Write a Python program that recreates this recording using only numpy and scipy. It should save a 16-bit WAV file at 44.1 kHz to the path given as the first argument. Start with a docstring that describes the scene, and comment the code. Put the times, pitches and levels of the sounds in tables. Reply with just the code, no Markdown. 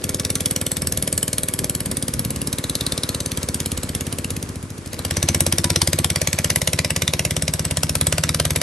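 """The hard, rapid chug of a long-tail boat's single-cylinder engine, heard from the raft it tows on a lake.
Each firing is a rattle of valve gear, a knock and a metallic clack, then an exhaust thump a hundredth
of a second later. Midway the slowing side-on engine crossfades into a louder, faster end-on engine.
Harmonics of the firing rate hum underneath and glide with engine speed; the roofed deck adds echoes.
Water washes along the raft and wind buffets the microphone."""
import sys
import numpy as np
from scipy import signal
from scipy.fft import rfft, irfft, next_fast_len
from scipy.io import wavfile
from scipy.ndimage import map_coordinates

SR = 44100
rng = np.random.default_rng(int(sys.argv[2]) if len(sys.argv) > 2 else 0)


def generate_wav(sig):
    """Save sig (samples, or channels by samples) to the path in sys.argv[1] as 16-bit PCM at SR."""
    pcm = np.round(np.clip(np.atleast_2d(sig).T, -1, 1) * 32767).astype(np.int16)
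    wavfile.write(sys.argv[1], SR, pcm)


N = 380141
TIME = np.arange(N) / SR

# engine speed, slowing almost to idle side-on, then faster end-on: t/s, firing rate/Hz
SPEED = [(0.0, 19.023), (1.3, 19.692), (2.0, 17.871), (2.3, 17.933), (3.36, 17.633), (4.27, 16.791),
         (4.45, 15.928), (4.66, 13.346), (4.89, 12.16), (4.92, 16.856), (5.64, 16.871), (5.85, 17.614),
         (7.01, 17.296), (7.6, 17.56), (7.84, 15.94), (7.95, 17.095), (8.42, 18.869), (8.62, 18.058)]
# how hard the engine works, as the strength of its clack: t/s, level/dB
EFFORT = [(0.0, -17), (0.96, -18.5), (2.36, -23), (2.72, -20), (3.55, -21), (4.32, -21.5), (4.63, -36),
          (4.82, -34), (5.01, -19), (5.25, -10.5), (5.88, -10.5), (6.14, -13), (6.72, -11.5), (7.71, -16.5),
          (8.05, -13), (8.62, -12.5)]
# exhaust strength: t/s, level/dB
EXHAUST_LEVEL = [(0.0, -1.5), (0.6, -1), (1.4, -3.5), (2.0, -2), (2.6, -3), (3.3, -2), (4.65, -3),
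                 (4.95, -7.5), (5.2, 0.4), (6.0, 0.5), (6.1, -2.3), (7.85, -1.7), (8.0, -0.5), (8.6, -1.2)]
# colour of the clack with the boat side-on: f/Hz, level/dB
CLACK_SIDE = [(60, -44), (200, -24), (560, 12.5), (780, -21.5), (1300, -8.5), (2200, -1), (2800, 5.5),
              (4400, 5.5), (6000, 7.5), (7000, 5.5), (8500, -1.5)]


def exhaust():
    """The engine's thump: gas pulses ring the pipe and hull, with a passing boom end-on."""
    # pipe and hull resonances, side-on and end-on: f/Hz, width/Hz, level over the direct pulse/dB
    pipe_side = [(88.6, 25, -1), (152, 41, -13), (290, 9.7, 0), (333, 63, -15)]
    pipe_end = [(87.7, 23, 16.5), (128, 58, 3.5), (155.8, 18.7, 13.9), (223, 10, 7), (277, 21, 14.7),
                (334.6, 31, 19.3)]
    # hull boom: t/s, length/s, f/Hz, width/Hz, level over the end-on thump/dB
    booms = [(5.592, 1, 349, 30, 3)]
    side_on = exhaust_pulses(pipe_side, delay=0.00911, width=0.0016, level_db=-9.0)
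    end_on = exhaust_pulses(pipe_end, delay=0.01049, width=0.0018, level_db=-15.0)
    return crossfade(side_on, end_on + passing_rings(end_on, booms))


def exhaust_pulses(pipe, delay, width, level_db, snap=0.087, snap_width=0.00023):
    """A push of gas flips steeply into a suck and sets the pipe and hull ringing."""
    def push_suck(t):
        return -t / width * bell(t, width) - snap * t / snap_width * bell(t, snap_width)
    sizes = uneven(curve(EXHAUST_LEVEL, firing_times()) + level_db, spread_db=0.53)
    puffs = each_firing(sizes, lambda t: push_suck(t - delay))
    return puffs + sum(amp(db) * resonate(puffs, hz, width_hz) for hz, width_hz, db in pipe)


def chuff(side_db=-40, end_db=-28, delay=0.0059):
    """Turbulent gas trails each exhaust pulse and fills out the thump."""
    # colour of the gas: f/Hz, level/dB
    colour = [(50, -14), (165, -2.5), (200, 1.5), (340, -15.5), (600, -48)]
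    sizes = amp(curve(EXHAUST_LEVEL, firing_times()))
    puffs = each_firing(sizes, lambda t: struck(t - delay, rise=0.0054, decay=0.036))
    return crossfade(amp(side_db), amp(end_db)) * noise(colour, apart=0.05) * puffs


def clack(side_db=2.37, end_db=2.0, sizzle_db=-3):
    """Ragged bursts of metallic noise, shifting in colour, with casing rings and a bright sizzle."""
    # colour of the end-on clack and of the sizzle: f/Hz, level/dB
    end_colour = [(60, -28), (200, -19), (430, -0.5), (600, 4), (860, -8.5), (1000, 2), (1200, -10.5),
                  (1600, -5.5), (2000, -2), (2900, 1), (4500, -2), (5600, 3.5), (7000, -3), (8500, -19)]
    sizzle_colour = [(5000, -102), (7000, 7), (7800, 10.5), (9000, 8.5), (16000, -10.5)]
    # stereo placement, side-on and end-on: f/Hz, left over right/dB
    pan_side = [(100, -3), (600, 5), (1200, 19.5), (2500, 1), (6500, 2.5), (9000, -0.5)]
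    pan_end = [(100, -29), (600, 1.5), (1600, -4.5), (2600, -3), (3800, 4.5), (7000, 1.5), (9000, -2)]
    # ride on the sizzle, added to the effort: t/s, level/dB
    sizzle_ride = [(0.0, 0), (1.45, 6), (2.64, 2), (4.85, -1), (4.97, -1.5), (7.2, -0.8), (7.96, 2),
                   (8.62, -3.5)]
    # casing rings that come and go: t/s, length/s, f/Hz, width/Hz, level/dB
    rings = [(1.5, 1.3, 1740, 110, 6), (2.88, 0.8, 3980, 420, 9.5), (5.64, 0.1, 978, 16, 12),
             (7.0, 1.7, 1990, 240, 2.5), (8.3, 0.9, 1330, 200, 8)]
    firings = firing_times()
    level_db = curve(EFFORT, firings)
    side_on = amp(side_db) * panned(noise(CLACK_SIDE, apart=0.17), pan_side)
    end_on = amp(end_db) * panned(noise(end_colour, apart=0.34), pan_end)
    metal = crossfade(side_on, end_on)
    bursts = clack_envelope(level_db, hold=0.0031) * grit(depth_db=2.4, seconds=0.0009)
    sizzle = drifting(noise(sizzle_colour, apart=0.015), depth_db=2.7)
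    sizzle *= clack_envelope(level_db + curve(sizzle_ride, firings), hold=0.0019)
    body = drifting(metal, depth_db=3.4) * bursts
    return body + passing_rings(metal * bursts, rings) + amp(sizzle_db) * sizzle


def clack_envelope(level_db, hold, lead=0.0017, rise=0.00072, tick_lead=0.0276, tick_db=-24, run_db=-26):
    """A valve tick, then the hard burst of the firing over a soft bed of running gear."""
    def power(t):
        tick = amp(tick_db) ** 2 * bell(t + tick_lead, width=0.00088)
        burst = (.5 + .5 * np.tanh((t + lead) / rise)) * bell(t + lead, hold)
        running = amp(run_db) ** 2 * bell(t, width=0.0091)
        return tick + burst + running
    return np.sqrt(np.abs(each_firing(uneven(level_db, spread_db=1.26) ** 2, power)))


def knock(hz, level_db, width, lead=0.00055, follow=0.52):
    """Combustion gives the block one short, dull blow."""
    sizes = uneven(follow * curve(EFFORT, firing_times()) + level_db, spread_db=0.5)
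    return each_firing(sizes, lambda t: bell(t + lead, width) * np.sin(2 * np.pi * hz * (t + lead)))


def casing(level_db=-17, follow=0.64, lead=0.00065):
    """The casing answers each clack a moment late and rings on briefly."""
    # colour of the after-ring: f/Hz, level/dB
    colour = [(600, -18), (1000, -6.5), (1300, -4), (2000, -1), (2400, -4.5), (3600, -36)]
    sizes = uneven(follow * curve(EFFORT, firing_times()) + level_db, spread_db=2.0)
    envelope = each_firing(sizes, lambda t: struck(t + lead, rise=0.0056, decay=0.0072))
    return noise(colour, apart=0.18) * envelope


def valve_gear(level_db=-29, follow=0.54, lead=0.009, tap_db=5, steady_db=-5):
    """The valve gear rattles all the time, and taps just before each firing."""
    # colour of the rattle: f/Hz, level/dB
    colour = [(300, -32), (750, 5), (1150, -3.5), (1450, 0.5), (2000, 3), (3000, 0), (4500, 3), (7000, -6),
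              (12000, -52)]
    sizes = uneven(follow * curve(EFFORT, firing_times()) + tap_db, spread_db=3.0)
    taps = each_firing(sizes, lambda t: struck(t + lead, rise=0.0016, decay=0.0062))
    metal = amp(level_db) * noise(colour, apart=0.63)
    chatter = amp(steady_db + follow * curve(EFFORT, TIME)) * grit(depth_db=7, seconds=0.0025)
    return metal * (taps + chatter)


def casing_ring(rattle, width_hz=22):
    """Every rattle rings the casing's narrow modes."""
    # casing modes: f/Hz, level over the rattle/dB
    modes = [(990, 4.5), (1140, 4.5), (1710, -0.5), (2250, 6)]
    return sum(amp(db) * resonate(rattle, hz, width_hz) for hz, db in modes)


def spits(width=0.0017):
    """Two small metallic spits during the crossfade."""
    # spits: t/s, level/dB
    cues = [(4.876, -30), (4.944, -27)]
    return noise(CLACK_SIDE, apart=0.24) * sum(amp(db) * bell(TIME - at, width) for at, db in cues)


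def firing_hum(side_db=-1, end_db=-10, waver_db=2.5, eased_hz=18.0, full_hz=19.1):
    """Harmonics of the firing rate glide with the engine's speed and fade as it nears idle."""
    # harmonics: multiple of the firing rate, level at full speed/dB, level eased off/dB
    harmonics = [(13, -52, -44), (15, -39.5, -47), (16, -57, -46), (19, -42, -48.5), (20, -49, -46),
                 (21, -46, -48.5), (23, -51, -50), (24, -49, -50), (26, -47.5, -49), (27, -45.5, -51),
                 (29, -55, -49), (30, -56, -48.5), (33, -50.5, -55)]
    phase, speed = cycles(), curve(SPEED, TIME)
    throttle = np.clip((speed - eased_hz) / (full_hz - eased_hz), 0, 1)
    tones = 0
    for multiple, full_db, eased_db in harmonics:
        level_db = eased_db + throttle * (full_db - eased_db) + waver_db * wander(0.27)
        tones += amp(level_db) * np.sin(2 * np.pi * (multiple * phase + rng.random()))
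    idle_fade = np.minimum(speed / eased_hz, 1) ** 3
    return np.sqrt(2) * crossfade(amp(side_db), amp(end_db)) * idle_fade * tones


def deck_echoes(x, gap=0.0027, apart=0.11, echoes_per_s=3000, morph_s=2.625):
    """Roof, floor and rails throw back a spray of echoes, which changes as the boat moves."""
    # ring of the roofed deck: f/Hz, time to fall 60 dB/s
    ring_time = [(100, 0.36), (400, 0.21), (1500, 0.076), (9000, 0.13)]
    size, out = SR // 4, 0
    for third in np.arange(3) / 3:
        taps = rng.choice([-1., 1.], (3, size)) * (rng.random((3, size)) < echoes_per_s / SR)
        taps *= np.arange(size) > gap * SR
        hz, t, bands = signal.stft(taps[0] + apart * taps[1:], SR, nperseg=256)
        decay = amp(-60 * t / at_hz(ring_time, hz)[:, None])
        tail = signal.istft(bands * decay, SR, nperseg=256)[1]
        share = np.sqrt(2 / 3) * np.cos(np.pi * (TIME / morph_s + third))  # equal-power blend
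        out += signal.fftconvolve(share * x, tail / np.linalg.norm(tail[0]), axes=1)[:, :N]
    return out


def water(wash_db=-37):
    """A low wash along the raft swells slowly and laps quickly, with splashes on top."""
    # colour of the wash and of the splashing: f/Hz, level/dB
    wash_colour = [(20, -17), (45, 0), (80, 0), (160, -6), (300, -8), (600, -14), (1500, -44)]
    splash_colour = [(450, -24), (1100, -10), (2200, -17), (4000, -22), (8000, -19), (16000, -55)]
    # ride on the splashing: t/s, level/dB
    splash_ride = [(0, -43.5), (1.5, -43.5), (2.9, -37.5), (4.7, -42.5), (5.6, -39.5), (6.5, -44),
                   (8.6, -41.5)]
    motion_db = .5 * wander(.2) + 1.1 * wander(.025)
    wash = amp(wash_db) * noise(wash_colour, apart=0.32)
    splash = amp(curve(splash_ride, TIME)) * noise(splash_colour, apart=0.75)
    return (wash + splash) * amp(motion_db)


def wind(apart=0.32, low_hz=55):
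    """Each eddy hits the microphone as a short lump of low noise."""
    # buffets: t/s, level/dB, half-length/s, upper reach/Hz
    buffets = [(0.9, -30.5, 0.14, 149), (1.165, -26.5, 0.021, 130), (1.619, -28, 0.03, 330),
               (1.91, -28.5, 0.05, 340), (2.184, -28.5, 0.06, 115), (2.356, -30.5, 0.12, 188),
               (3.77, -32, 0.05, 95), (4.344, -31, 0.04, 119)]
    out = np.zeros((2, N))
    for at, db, width, reach_hz in buffets:
        air = rng.standard_normal((3, SR // 2))
        near = np.clip(round(at * SR) - SR // 4 + np.arange(SR // 2), 0, N - 1)
        eddy = filtered(air[0] + apart * air[1:],
                        lambda hz: hz ** 3 / (hz ** 3 + low_hz ** 3) / (1 + (hz / reach_hz) ** 4))
        swell = bell(TIME[near] - at, width)
        out[:, near] += amp(db) * evened(eddy * swell) * np.sqrt(np.mean(swell ** 2))
    return out


def cycles(before_first=0.805):
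    """Engine cycles run so far, counted from the first firing."""
    return np.cumsum(curve(SPEED, TIME)) / SR - before_first


def firing_times():
    """The engine fires once in every cycle."""
    done = cycles()
    return np.interp(np.arange(int(done[-1]) + 1), done, TIME)


def each_firing(sizes, shape):
    """Triggers a shape (a function of seconds from the firing) at every firing."""
    train = np.zeros(N)
    train[np.clip(np.round(firing_times() * SR).astype(int), 0, N - 1)] = sizes
    return signal.fftconvolve(train, shape(np.arange(-2048, 2049) / SR), "same")


def crossfade(side_on, end_on):
    """Fades from mostly the side-on engine to mostly the end-on engine at about 5 s."""
    # crossfader: t/s, end-on share (0 to 1)
    fader = [(4.85, 0.065), (5.12, 0.72)]
    share = curve(fader, TIME)
    return (1 - share) * side_on + share * end_on


def drifting(x, depth_db, seconds=0.12, width_hz=340):
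    """As the boat rocks, its paths to the ear shift: narrow bands swell and fade."""
    hz, t, bands = signal.stft(x, SR, nperseg=256)
    grid = np.meshgrid(hz / width_hz, t / seconds, indexing="ij")
    patches = map_coordinates(rng.standard_normal((64, 64)), grid, order=2, mode="mirror")
    gain = amp(depth_db * patches * np.clip((hz[:, None] - 600) / 1600, 0, 1))
    power = np.mean(np.abs(bands) ** 2, axis=(0, 2))
    gain /= np.sqrt(power @ gain ** 2 / power.sum())  # the colour shifts, the loudness stays
    return signal.istft(bands * gain, SR, nperseg=256)[1][:, :N]


def passing_rings(x, rows):
    """Resonances that swell and fade, each around its own moment."""
    return sum(amp(db) * resonate(x * bell(TIME - at, length / 2), hz, width_hz)
               for at, length, hz, width_hz, db in rows)


def grit(depth_db, seconds):
    """Loose parts strike in uneven clumps: a jagged gain of rms 1."""
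    knots = np.clip(rng.standard_normal(N // 16), -2, 2)
    return evened(amp(depth_db * np.interp(TIME / seconds, np.arange(len(knots)), knots)))


def uneven(level_db, spread_db):
    """No two firings are equally strong."""
    return amp(level_db + spread_db * rng.standard_normal(len(level_db)))


def wander(seconds):
    """Glides between random values this many seconds apart."""
    knots = rng.standard_normal(2000)
    return np.interp(TIME / seconds, np.arange(len(knots)), knots)


def bell(t, width):
    """A smooth bump of height 1."""
    return np.exp(-np.minimum((t / width) ** 2, 40))


def struck(t, rise, decay):
    """A quick attack and an exponential fall."""
    since = np.maximum(t, 0)
    return (1 - np.exp(-since / rise)) * np.exp(-since / decay)


def noise(colour, apart):
    """Coloured stereo noise of rms 1; apart sets its width."""
    mid, side = rng.standard_normal((2, N))
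    pair = np.array([mid + apart * side, mid - apart * side])
    return evened(filtered(pair, lambda hz: amp(at_hz(colour, hz))))


def panned(x, points):
    """Tips a pair to the left or right, band by band."""
    return filtered(x, lambda hz: amp(np.outer([.5, -.5], at_hz(points, hz))))


def resonate(x, hz, width_hz):
    """A resonance of gain 1."""
    return signal.lfilter(*signal.iirpeak(hz, hz / width_hz, fs=SR), x)


def filtered(x, response):
    """Applies a gain given as a function of frequency."""
    size = next_fast_len(x.shape[-1] + 4096)
    return irfft(rfft(x, size) * response(np.fft.rfftfreq(size, 1 / SR)), size)[..., :x.shape[-1]]


def curve(rows, t):
    """A time table's value at the times t."""
    return np.interp(t, *np.transpose(rows))


def at_hz(points, hz):
    """A spectrum table's value at hz, on a log-frequency axis."""
    f, value = np.transpose(points)
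    return np.interp(np.log(hz + 1), np.log(f + 1), value)


def amp(db):
    """Decibels to gain."""
    return 10 ** (np.asarray(db) / 20)


def evened(x):
    """Scales to rms 1."""
    return x / np.sqrt(np.mean(x ** 2) + 1e-20)


def scene():
    """The engine and its echoes on the deck, over water and wind."""
    low_pan = amp([[.35], [-.35]])  # the engine's low end sits a touch left
    thump = low_pan * (exhaust() + chuff())
    blow = low_pan * crossfade(knock(hz=383, level_db=-9.0, width=0.001),
                               knock(hz=585, level_db=-13.0, width=0.0027))
    rattle = casing() + valve_gear()
    metal = clack() + spits() + rattle + casing_ring(rattle)
    echoes = deck_echoes(amp(-17.5) * thump + amp(-9.5) * metal) + deck_echoes(amp(-14) * blow, gap=0.01)
    return thump + blow + metal + low_pan * firing_hum() + echoes + water() + wind()


def record(dry, ceiling=0.88, edge_hz=16400):
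    """Two resonant microphone ports, slightly out of step, then rounded peaks and a band limit."""
    # port response, resonant near 10 kHz: f/Hz, level/dB
    port_colour = [(20, -12), (45, -5.5), (70, 0), (7500, -2), (9200, 3.5), (10200, 13), (11000, 12),
                   (12000, 0), (13000, -7.5), (14000, -63), (15500, -19), (16500, -40)]
    # phase between the ports: f/Hz, left lead/rad
    port_phase = [(500, 0), (1700, -.3), (3000, .7), (6300, .4), (7800, .8), (8600, 0), (10250, -3.1),
                  (12000, -6.1), (13000, -7.2)]

    def ports(hz):
        return amp(at_hz(port_colour, hz)) * np.exp(1j * np.outer([.5, -.5], at_hz(port_phase, hz)))
    heard = filtered(dry, ports)
    rounded = heard / (1 + (heard / ceiling) ** 8) ** (1 / 8)
    low_pass = signal.firwin(511, edge_hz, window=("kaiser", 9), fs=SR)
    return signal.oaconvolve(rounded, low_pass[None], "same")


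dry = scene()
out = record(dry)
generate_wav(out)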